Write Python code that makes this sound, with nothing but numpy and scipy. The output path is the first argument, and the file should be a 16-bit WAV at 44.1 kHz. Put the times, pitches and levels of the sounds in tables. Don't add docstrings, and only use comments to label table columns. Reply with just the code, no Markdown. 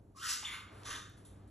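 import sys
import numpy as np
from scipy import signal
from scipy.fft import rfft, irfft, next_fast_len
from scipy.io import wavfile
from scipy.ndimage import map_coordinates

SR = 44100
rng = np.random.default_rng(int(sys.argv[2]) if len(sys.argv) > 2 else 0)


def digitize_waveform(pressure):
    field = np.atleast_2d(pressure).T
    bounded = np.clip(field, -1, 1)
    quanta = np.round(bounded * 32767).astype(np.int16)
    wavfile.write(sys.argv[1], SR, quanta)


N = 66150


def amp(db):
    return 10 ** (np.asarray(db) / 20)


def unit(x):
    return x / np.sqrt(np.mean(x ** 2) + 1e-20)


def times():
    return np.arange(N) / SR


def decay(age_s, t60_s):
    return np.exp(-np.log(1000) * age_s / t60_s)


def along(points, hz):
    f, value = np.transpose(points)
    return np.interp(np.log(hz + 1), np.log(f + 1), value)


def curves(rows):
    t, *columns = np.transpose(rows)
    return [np.interp(times(), t, column) for column in columns]


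def during(rows, fade_s=0.012):
    return np.clip(np.minimum(times() - rows[0][0], rows[-1][0] - times()) / fade_s, 0, 1)


def wobble(rate_hz):
    return map_coordinates(rng.standard_normal(N // 8), [times() * rate_hz], mode="mirror")


def filtered(x, response):
    size = next_fast_len(N + SR // 2)
    return irfft(rfft(x, size) * response(np.fft.rfftfreq(size, 1 / SR)), size)[..., :N]


def noise(colour):
    return unit(filtered(rng.standard_normal(N), lambda hz: amp(along(colour, hz))))


def spread(mid, side):
    # f/Hz, ratio/dB
    width = [(60, -23.5), (200, -14.5), (450, -5.5), (800, -2), (1400, -8), (2000, -15), (7000, -12.5),
             (11000, -70)]
    angle = lambda hz: np.arctan(amp(along(width, hz)))
    gains = lambda hz: np.array([np.cos(angle(hz)), np.sin(angle(hz))])
    mid, side = filtered(np.array([mid, side]), gains)
    return np.array([mid + side, mid - side])


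def hisses(flutter_hz=262.5, flutter_db=1.5):
    # t/s, relative level/dB
    pressures = [[(.135, -95), (.17, -58.5), (.215, -51), (.25, -42.5), (.3, -35), (.33, -37.5), (.38, -51),
                  (.425, -59), (.445, -72)], [(.42, -54), (.435, -50), (.48, -48.5), (.51, -48.5), (.535, -45.5),
                                      (.575, -55), (.62, -57)], [(.835, -69), (.855, -46), (.89, -45.5),
                                                           (.915, -44.5), (.96, -46.5), (1.0, -57),
                                                           (1.05, -71), (1.09, -85)]]
    # f/Hz, relative density/dB
    colours = [[(300, -45), (750, -24.5), (1100, -0.5), (1700, -4), (2200, -5.5), (3100, -3), (4300, -1),
                (5400, 4), (6600, -2.5), (8000, 5), (9000, -11), (9800, 5.5), (11300, -9), (13300, -23.5)], [(300, -42), (700, -12.5), (1050, 2.5), (1800, 0), (2600, 2),
                                      (3500, 1.5), (4000, -4), (6000, -15.5), (7100, -10), (8000, -14.5),
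                                      (8800, -7), (11000, -5), (13000, -50)], [(300, -7), (750, -17), (1100, 2), (1750, 0),
                                                             (2100, -4), (2800, -8.5), (3200, 1), (3700, 0),
                                                             (4500, -7.5), (6200, -2), (7000, -5.5),
                                                             (9000, -8), (10800, -3.5), (13000, -51)]]
    out = np.zeros(N)
    for pressure, colour in zip(pressures, colours):
        level_db, = curves(pressure)
        stream = unit(noise(colour) * amp(flutter_db * wobble(flutter_hz)))
        out += during(pressure) * amp(level_db) * stream
    return out


def resonances():
    # start/s, length/s, from/Hz, to/Hz, width/Hz, relative level/dB
    bands = [(0.145, 0.1115, 1110, 1330, 240, -53), (0.207, 0.111, 1500, 1390, 360, -43.5),
             (0.215, 0.0895, 1720, 1900, 450, -49), (0.19, .085, 2750, 4000, 600, -52.5),
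             (.245, .036, 3334, 2600, 500, -48.5), (.243, 0.029, 7400, 5300, 1100, -47.5),
             (.455, 0.0568, 2340, 2060, 330, -47), (.485, .1, 2200, 2220, 340, -50),
             (.464, 0.0297, 7250, 6900, 450, -51), (0.509, 0.086, 1205, 1122, 310, -52.5),
             (0.517, 0.075, 1497, 1400, 260, -52), (0.848, 0.129, 1100, 1200, 280, -50.5),
             (.895, .095, 1650, 1780, 440, -52.5), (0.894, .045, 2600, 3400, 450, -51.5),
             (.94, 0.027, 3500, 3800, 650, -53), (1.025, 0.056, 1450, 1600, 400, -61.5)]
    out = np.zeros(N)
    for start_s, length_s, from_hz, to_hz, width_hz, db in bands:
        progress = np.clip((times() - start_s) / length_s, 0, 1)
        phase = 2 * np.pi * np.cumsum(from_hz + (to_hz - from_hz) * progress) / SR
        band = unit(wobble(width_hz) * np.cos(phase) + wobble(width_hz) * np.sin(phase))
        out += amp(db) * band * np.sin(np.pi * progress)
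    return out


def squeak(jitter=0.0347, overtone_db=-13):
    # t/s, f/Hz, relative level/dB
    contour = [(.441, 2440, -84), (.447, 2760, -44.5), (.456, 3650, -36.5), (.461, 3497, -40.5),
               (.472, 3350, -52)]
    hz, level_db = curves(contour)
    phase = 2 * np.pi * np.cumsum(hz * (1 + jitter * wobble(rate_hz=600))) / SR
    tone = unit(np.sin(phase) + amp(overtone_db) * np.sin(2 * phase))
    return (during(contour) > 0) * amp(level_db) * tone


def taps():
    # t/s, level/dB, centre/Hz, width/octaves, t60/s
    contacts = [(.429, -46, 900, 0.2, 0.065), (.427, -46, 2900, 0.66, .02), (0.834, -51, 3700, 1, 0.0106),
                (1.098, -52, 9800, 0.21, 0.0071)]
    out = np.zeros(N)
    for start_s, db, centre_hz, octaves, t60_s in contacts:
        age_s = times() - start_s
        band = lambda hz: np.exp(-.5 * (np.log2((hz + 1) / centre_hz) / octaves) ** 2)
        crack = unit(filtered(rng.standard_normal(N), band))
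        out += (age_s >= 0) * amp(db) * decay(np.abs(age_s), t60_s) * crack
    return out


def rustles():
    # t/s, relative level/dB, rise/s, t60/s
    brushes = [(.70, -57, 0.13, 1), (1.168, -62.5, 0.005, 0.22), (1.249, -56, 0.0012, 0.22),
               (1.473, -68, 0.0031, 0.15)]
    # f/Hz, relative density/dB
    feathers = [(500, -11), (1600, -7), (2500, -8), (3500, 3.5), (4800, -6), (6500, -3), (8400, 9),
                (9600, 5.5), (10700, 11), (11600, -6), (12600, -31)]
    out = np.zeros(N)
    for start_s, db, rise_s, t60_s in brushes:
        age_s = np.maximum(times() - start_s, 0)
        envelope = (1 - np.exp(-age_s / rise_s)) * decay(age_s, t60_s)
        out += amp(db) * envelope * noise(feathers)
    return out


def shuffle():
    # t/s, level/dB
    scuffs = [(.62, -76), (.72, -57.5), (.8, -57.5), (.9, -56), (1.0, -60), (1.12, -83), (1.18, -66),
              (1.3, -69.5), (1.5, -70)]
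    # f/Hz, relative density/dB
    colour = [(120, -22), (240, -5), (410, 1), (520, -4.5), (650, -5), (1200, -4), (2200, -15),
              (5000, -23.5), (12000, -43.5)]
    level_db, = curves(scuffs)
    return during(scuffs) * amp(level_db) * spread(noise(colour), noise(colour))


def near_boards(x, count=6, echo_db=-10.5, first_s=0.001009, span_s=0.009):
    delays_s = first_s + span_s * rng.random(count)
    echoes = sum(np.pad(x, (round(s * SR), 0))[:N] for s in delays_s)
    return x + amp(echo_db) / np.sqrt(count) * echoes


def room(x, delay_s=0.005):
    # f/Hz, t60/s
    t60 = [(300, 0.24), (1500, 0.53), (2300, 0.5), (3500, 0.47), (6500, 0.48), (12000, 0.31)]
    hz, t, spectra = signal.stft(rng.standard_normal((2, SR * 3 // 4)), SR, nperseg=256)
    tail = signal.istft(spectra * decay(t, along(t60, hz)[:, None]), SR, nperseg=256)[1]
    tail *= np.clip(np.arange(tail.shape[1]) / SR / delay_s - 1, 0, 1)
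    tail /= np.linalg.norm(tail[0])
    return spread(*signal.fftconvolve(x[None], tail, axes=1)[:, :N])


def hum(waver_rad=0.14, waver_hz=8.6):
    # f/Hz, relative level/dB
    tones = [(60, -76), (98, -60), (120, -68), (196, -71), (296, -71), (401, -76.5)]
    # t/s, gain/dB
    swell = [(0, -6), (.4, -8.5), (.68, -3), (.76, 1.5), (1.0, 2), (1.17, -2), (1.33, 0), (1.5, 2.5)]
    gain_db, = curves(swell)
    out = np.zeros(N)
    for hz, db in tones:
        phase = 2 * np.pi * (hz * times() + rng.random())
        out += amp(db) * unit(np.sin(phase + waver_rad * wobble(waver_hz)))
    return amp(gain_db) * out


def rumble():
    # f/Hz, relative density/dB
    colour = [(20, -18), (35, -9), (60, 0.5), (100, -1), (160, -8), (300, -9.5), (450, -15.5), (700, -19),
              (1200, -32), (2200, -45), (5000, -55)]
    # t/s, level/dB
    drift = [(0, -58), (.15, -61.5), (.45, -59.5), (.7, -60), (.8, -60.5), (1.05, -58.5), (1.2, -57.5),
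             (1.5, -57)]
    level_db, = curves(drift)
    return amp(level_db) * spread(noise(colour), noise(colour))


def air(level_db=-81):
    # f/Hz, relative density/dB
    colour = [(500, 20.5), (2000, 5), (6000, 3.5), (8500, 11.5), (11000, 10.5), (13000, -20)]
    return amp(level_db) * spread(noise(colour), noise(colour))


def scene(bird_db=-1, bird_room_db=-2.5, tap_room_db=-13):
    bird = near_boards(hisses() + rustles()) + resonances() + squeak()
    claws = taps()
    bird = bird + amp(bird_room_db) * room(bird)
    claws = claws + amp(tap_room_db) * room(claws)
    return amp(bird_db) * bird + claws + shuffle() + hum() + rumble() + air()


def record(dry):
    # f/Hz, phase/rad
    channel_phase = [(0, 0), (500, -.3), (1050, -1.2), (1850, 0), (2800, .7), (4100, .75), (4600, 1.6),
                     (5000, 3.9), (5500, 6.1), (6200, 6.3), (8600, 9.2), (9500, 9.6), (12000, 12.56)]
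    # f/Hz, gain/dB
    roll_off = [(11000, -0.5), (11800, 3), (13300, -13)]
    top_hz = 13300

    def response(hz):
        lead_rad = np.interp(hz, *np.transpose(channel_phase))
        channels = np.exp(.5j * lead_rad * np.array([[1], [-1]]))
        return channels * amp(along(roll_off, hz)) * (hz < top_hz)

    return filtered(dry, response)


dry = scene()
out = record(dry)
digitize_waveform(out)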